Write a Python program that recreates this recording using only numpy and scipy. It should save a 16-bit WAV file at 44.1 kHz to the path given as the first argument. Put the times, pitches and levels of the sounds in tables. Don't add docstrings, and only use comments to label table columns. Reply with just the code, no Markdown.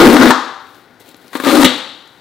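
import sys
import numpy as np
from scipy import signal
from scipy.fft import rfft, irfft, next_fast_len
from scipy.io import wavfile
from scipy.ndimage import uniform_filter1d

SR = 44100
rng = np.random.default_rng(int(sys.argv[2]) if len(sys.argv) > 2 else 0)


def generate_wav(sig):
    pcm = np.round(np.clip(np.atleast_2d(sig).T, -1, 1) * 32767).astype(np.int16)
    wavfile.write(sys.argv[1], SR, pcm)


N = 97328
TIME = np.arange(N) / SR

# freq_hz, density_db (per Hz)
FIZZ_2 = [(100, -48), (2500, -30), (5500, -3), (8500, 0), (11000, -4.5), (14000, -5), (16000, -8.5)]
# freq_hz, level_db (against direct sound), t60_s
ROOM = [(60, -20, .4), (150, -17.5, 0.48), (300, -19, 0.59), (600, -11.5, 0.65), (1340, -7.5, 0.82),
        (2160, -11, 0.68), (3900, -5.5, 0.84), (5000, -7.5, .7), (7000, -9.5, 0.63), (11000, -20, 0.56),
        (16000, -16, .35)]


def pulls():
    # time_s, drone_db (box), rasp_db, fizz_db (treble)
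    pull_1 = [(0, 10.5, 5, -14), (0.03, 8, 1, -15.5), (0.075, 10, -1.5, -15), (0.1, 5.5, -31, -21),
              (0.12, -0.5, -15, -22), (0.138, 8, -2.5, -12.5), (0.156, 4.5, -10, -26), (0.168, 2, -2, -24),
              (0.18, -12.5, -12, -23), (0.2, 5, -4, -29), (0.225, 1.5, 3, -20), (0.262, 6, -6, -28),
              (0.28, -2.5, -1.5, -25), (0.298, 0.5, -8.5, -19), (0.315, -4, -4, -32),
              (0.335, -51.5, -42, -70)]
    pull_2 = [(1.425, -50, -47, -62), (1.44, -22, -10, -25), (1.455, -15, -10, -22.5),
              (1.468, -0.5, -5, -20.5), (1.49, -1, -6, -19), (1.512, -8.5, -5.5, -18),
              (1.53, 1, -10.5, -17.5), (1.56, -1, -5, -15.5), (1.6, 3.5, -12.5, -17.5),
              (1.62, -4, -3.5, -13), (1.633, -1, 1, -19), (1.641, 5, -27, -12), (1.655, 6, -14, -8.5),
              (1.68, -53, -53, -60)]
    # time_s, rate_slips_per_s
    speed_1 = [(0.0, 347), (0.066, 296), (0.148, 265), (0.176, 299), (0.3, 287)]
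    speed_2 = [(1.45, 276.9), (1.59, 300.9), (1.65, 258.6)]
    # freq_hz, density_db (per Hz)
    rasp_1 = [(40, -57), (250, -11), (620, -5), (800, 2.5), (1080, -5), (1300, -9), (1450, 4), (1620, -4.5),
              (2000, -4), (2700, -18.5), (3700, -12.5), (5000, -17.5), (7000, -27), (12000, -38)]
    rasp_2 = [(40, -44), (250, -9), (620, -7), (900, 0), (1220, -3), (1600, -6.5), (2300, -11), (3000, -13),
              (4100, -9), (5000, -18.5), (7000, -36), (12000, -57)]
    # freq_hz, density_db (per Hz)
    fizz_1 = [(100, -46), (2500, -6), (5500, -19), (8500, -0.5), (11000, -4), (14000, -1), (16000, -7.5)]
    first = tear(pull_1, speed_1, rasp_1, fizz_1, 0)
    second = tear(pull_2, speed_2, rasp_2, FIZZ_2, 1)
    return first + second


def tear(curve, speed, rasp_colour, fizz_colour, pull):
    # jitter (of slip timing, log ratio), spread_db (of slip strength),
    # steady_share (of fibres that break between slips)
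    grains = [(.24, 2.5, 1), (.2, 7, 0.4)]
    drone_db, rasp_db, fizz_db = -4.5, -6, -4
    even_s, surge_s = 0.0054, 0.0083
    slip_fade_s = 0.0033
    drone_gain, rasp_gain, fizz_gain = gains(curve)
    jitter, spread_db, steady_share = grains[pull]
    jerks = slips(speed, jitter, spread_db)
    bunches = steady_share + signal.lfilter([1], [1, -np.exp(-1 / (slip_fade_s * SR))], jerks)
    drone = evened(box(jerks, pull), even_s)
    rasp = evened(colour(bunches * fibres(), rasp_colour), surge_s)
    fizz = evened(colour(bunches * fibres(), fizz_colour), surge_s)
    return (from_db(drone_db) * drone_gain * drone
            + from_db(rasp_db) * rasp_gain * rasp
            + from_db(fizz_db) * fizz_gain * fizz)


def slips(speed, jitter, spread_db, count=400):
    time_s, rate = np.transpose(speed)
    chance = rng.standard_normal((count, 2))
    moving = TIME > time_s[0] - 0.05
    travelled = np.cumsum(np.interp(TIME, time_s, rate) * moving) / SR
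    steps = np.exp(jitter * chance[:, 0] - jitter ** 2 / 2)
    at = np.searchsorted(travelled, np.cumsum(steps) - steps[0] / 2)
    inside = at < N
    return np.bincount(at[inside], from_db(spread_db * chance[inside, 1]), N)


def fibres(per_s=16000):
    spread_db = 3
    size_db = spread_db * np.minimum(rng.exponential(1, N), 5)
    sizes = from_db(size_db) * rng.choice([-1, 1], N)
    return rms_one(sizes * (rng.random(N) < per_s / SR))


def box(push, pull):
    # freq_hz, width_hz, first_pull_db, second_pull_db
    box_modes = [(250.6, 36, -0.5, -28), (259.6, 25, 3, 3.5), (284, 38, -15.5, 11.5), (305.9, 8.8, 0.5, 6),
                 (341, 38, -4.5, -33), (407, 16, -8.5, -2.5), (488, 8.3, -17, -22), (474.9, 6.7, -12, 0),
                 (552, 6.7, -32, 6.5), (754, 25, -45, -12), (1212.5, 20, -12, 1)]
    low_limit_hz = 210.6
    ringing = 0
    for hz, width_hz, *levels_db in box_modes:
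        ringing = ringing + from_db(levels_db[pull]) * resonance(push, hz, width_hz)
    return signal.sosfilt(signal.butter(2, low_limit_hz, "high", fs=SR, output="sos"), ringing)


def snaps():
    # start_s, click_db, crackle_db, hold_s, fade_s
    snap_events = [(0.3059, 28, 5.5, 0.0022, .005), (1.6457, 17, 6, 0.0044, 0.0079)]
    # freq_hz, density_db (per Hz)
    snap_colours = [
        [(40, -42), (150, -12.5), (280, 5), (650, -11.5), (900, 3), (1220, 2.5), (1550, -9), (1820, 3),
         (2100, -13), (2600, -15), (4100, -16), (7000, -22), (15000, -32)],
        [(40, -44), (130, -5), (240, 11.5), (700, -10), (1300, -3), (1700, -6), (2070, 2), (2600, -7.5),
         (3100, 0), (3380, -2), (3700, 4.5), (4050, -3.5), (4800, -16), (9000, -16), (15000, -26)],
    ]
    out = 0
    for (start_s, click_db, crackle_db, hold_s, fade_s), spectrum in zip(snap_events, snap_colours):
        click = from_db(click_db) * (np.arange(N) == int(start_s * SR))
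        crackle = from_db(crackle_db) * burst(start_s, fade_s, hold_s) * fibres()
        out = out + colour(click + crackle, spectrum)
    return out


def cracks():
    # start_s, knock_db (peak), crack_db, fizz_db, fade_s
    crack_events = [(.166, -11, 4, -20, 0.0021), (1.144, -27.5, -41, -62, 0.0023),
                    (1.331, -40, -21, -35, 0.0097), (1.353, -5, -13, -34, 0.0068),
                    (1.37, -35, -30, -26.5, 0.0047), (1.4, -10, -15.5, -26.5, 0.0076),
                    (1.438, -6.5, -27, -35, 0.0032), (1.633, -4, 9.5, -11, 0.0015)]
    # freq_hz, density_db (per Hz)
    crack_colour = [(40, -60), (300, -3), (600, -10.5), (900, 6), (1650, 3), (2300, -3.5), (2800, -7),
                    (4100, -7), (5200, -24.5), (12000, -31)]
    knocks, rasp, fizz = np.zeros(N), 0, 0
    for start_s, knock_db, crack_db, fizz_db, fade_s in crack_events:
        knocks[int(start_s * SR)] += from_db(knock_db)
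        rasp = rasp + from_db(crack_db) * burst(start_s, fade_s)
        fizz = fizz + from_db(fizz_db) * burst(start_s, fade_s)
    unit_peak = np.abs(box(1. * (TIME == 0), 1)).max()
    knocking = box(knocks, 1) / unit_peak
    return knocking + colour(rasp * fibres(), crack_colour) + colour(fizz * fibres(), FIZZ_2)


def fingers():
    # time_s, level_db
    rub_curve = [(.6, -56), (.76, -45.5), (.83, -54), (.985, -79), (1.005, -41.5), (1.04, -47.5),
                 (1.085, -41), (1.12, -44), (1.14, -58), (1.22, -47.5), (1.315, -46.5), (1.36, -24.5),
                 (1.39, -38), (1.43, -26.5), (1.7, -57), (2.02, -82), (2.11, -60), (2.2, -57)]
    # freq_hz, density_db (per Hz)
    rub_colour = [(30, -33), (100, 3), (280, 18), (600, 14), (1500, 3), (4000, 11), (5500, -1), (13500, 1),
                  (16000, 2)]
    # start_s, level_db, fade_s, centre_hz, width_hz
    tick_events = [(.668, -41, 0.0032, 1886, 2640), (0.746, -44, .005, 3200, 5000),
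                   (.818, -46, 0.00071, 11000, 6000), (0.944, -46, 0.0024, 600, 900),
                   (0.999, -42, .012, 8400, 9980), (1.09, -31.5, .0015, 8950, 6000),
                   (1.145, -29.5, 0.0015, 2600, 1780), (1.167, -41, 0.003, 11500, 2500),
                   (1.244, -36, 0.011, 250, 120), (1.27, -39, 0.0015, 4000, 8000),
                   (1.28, -38, .003, 4000, 8000), (1.307, -48, 0.0015, 7000, 9000),
                   (1.782, -22.5, 0.0005, 12000, 5000), (2.075, -43, 0.0042, 2994, 5000)]
    rub_gain, = gains(rub_curve)
    grain = fibres()
    ticks = 0
    for start_s, level_db, fade_s, hz, width_hz in tick_events:
        tick = rms_one(resonance(grain, hz, width_hz))
        ticks = ticks + from_db(level_db) * burst(start_s, fade_s) * tick
    return colour(rub_gain * fibres(per_s=5000), rub_colour) + ticks


def room(x):
    # freq_hz, level_db, t60_s
    room_modes = [(254, -3, 0.26), (306.5, -9.5, 0.37), (496, 8.5, 0.44), (777, -3, 1), (901, -23, 0.99),
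                  (1198, 6, 0.47)]
    early_db, early_delay_s, early_fade_s = -13, 0.00552, 0.029
    echoes = colour(burst(early_delay_s, early_fade_s) * rng.standard_normal(N), ROOM)
    early = from_db(early_db) * signal.fftconvolve(x, echoes / np.sqrt(np.sum(echoes ** 2)))[:N]
    standing = 0
    for hz, level_db, t60_s in room_modes:
        width_hz = np.log(1000) / (np.pi * t60_s)
        standing = standing + from_db(level_db) * resonance(x, hz, width_hz)
    return early + standing + wash(x)


def wash(x, count=42):
    delay_s = 0.0067
    edges, out = np.geomspace(70, 17000, count + 1), 0
    white = rng.standard_normal((2, N))
    for k, (low, high) in enumerate(zip(edges, edges[1:])):
        hz = np.sqrt(low * high)
        band = signal.butter(2, [low, high], "band", fs=SR, output="sos")
        keep = np.exp(-2 * np.log(1000) / (at_hz(ROOM, hz, axis=2) * SR))
        stored = signal.lfilter([1 - keep], [1, -keep], signal.sosfilt(band, x) ** 2)
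        late = np.interp(TIME - delay_s, TIME, np.sqrt(stored))
        noise = rms_one(signal.sosfilt(band, white[k % 2]))
        out = out + from_db(at_hz(ROOM, hz)) * late * noise
    return out


def room_tone():
    # freq_hz, density_db (per Hz)
    tone_colour = [(30, -30), (65, -12), (112, -3.5), (200, -3), (350, -0.5), (600, -8), (900, -16),
                   (1400, -22), (2100, -16), (3800, -24), (5500, -33), (15000, -30.5)]
    level_db = -48.5
    return from_db(level_db) * colour(rng.standard_normal(N), tone_colour)


def from_db(db):
    return 10 ** (np.asarray(db) / 20)


def rms_one(x):
    return x / np.sqrt(np.mean(x ** 2) + 1e-20)


def at_hz(points, hz, axis=1):
    points = np.array(points)
    return np.interp(np.log(np.maximum(hz, 1)), np.log(points[:, 0]), points[:, axis])


def gains(rows):
    time_s, *columns = np.transpose(rows)
    started = TIME >= time_s[0]
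    return [from_db(np.interp(TIME, time_s, column)) * started for column in columns]


def colour(x, spectrum):
    size = 2 * next_fast_len(N)
    gain = rms_one(from_db(at_hz(spectrum, np.linspace(0, SR / 2, size // 2 + 1))))
    cepstrum = irfft(np.log(gain))
    cepstrum[1:size // 2] *= 2
    cepstrum[size // 2 + 1:] = 0
    return irfft(rfft(x, size) * np.exp(rfft(cepstrum)))[:N]


def evened(x, span_s):
    size = max(int(span_s * SR), 2)
    power = uniform_filter1d(uniform_filter1d(x ** 2, size), size)
    return x / np.sqrt(np.abs(power) + 1e-12)


def burst(start_s, fade_s, hold_s=0):
    return (TIME >= start_s) * np.exp(-np.clip((TIME - start_s - hold_s) / fade_s, 0, 40))


def resonance(x, hz, width_hz):
    r = np.exp(-np.pi * width_hz / SR)
    return signal.lfilter([1 - r, 0, r - 1], [1, -2 * r * np.cos(2 * np.pi * hz / SR), r * r], x + 1e-18)


def scene():
    right_db = -9.5
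    direct = pulls() + snaps() + cracks() + fingers()
    mono = direct + room(direct) + room_tone()
    return np.array([mono, from_db(right_db) * mono])


def record(dry):
    ceiling, hardness, cutoff_hz = 0.99, 19.7, 15865
    clipped = dry / (3 + np.abs(dry / ceiling) ** hardness) ** (1 / hardness)
    low_pass = signal.firwin(301, cutoff_hz, fs=SR)
    return signal.fftconvolve(clipped, low_pass[None], "same", axes=1)


dry = scene()
out = record(dry)
generate_wav(out)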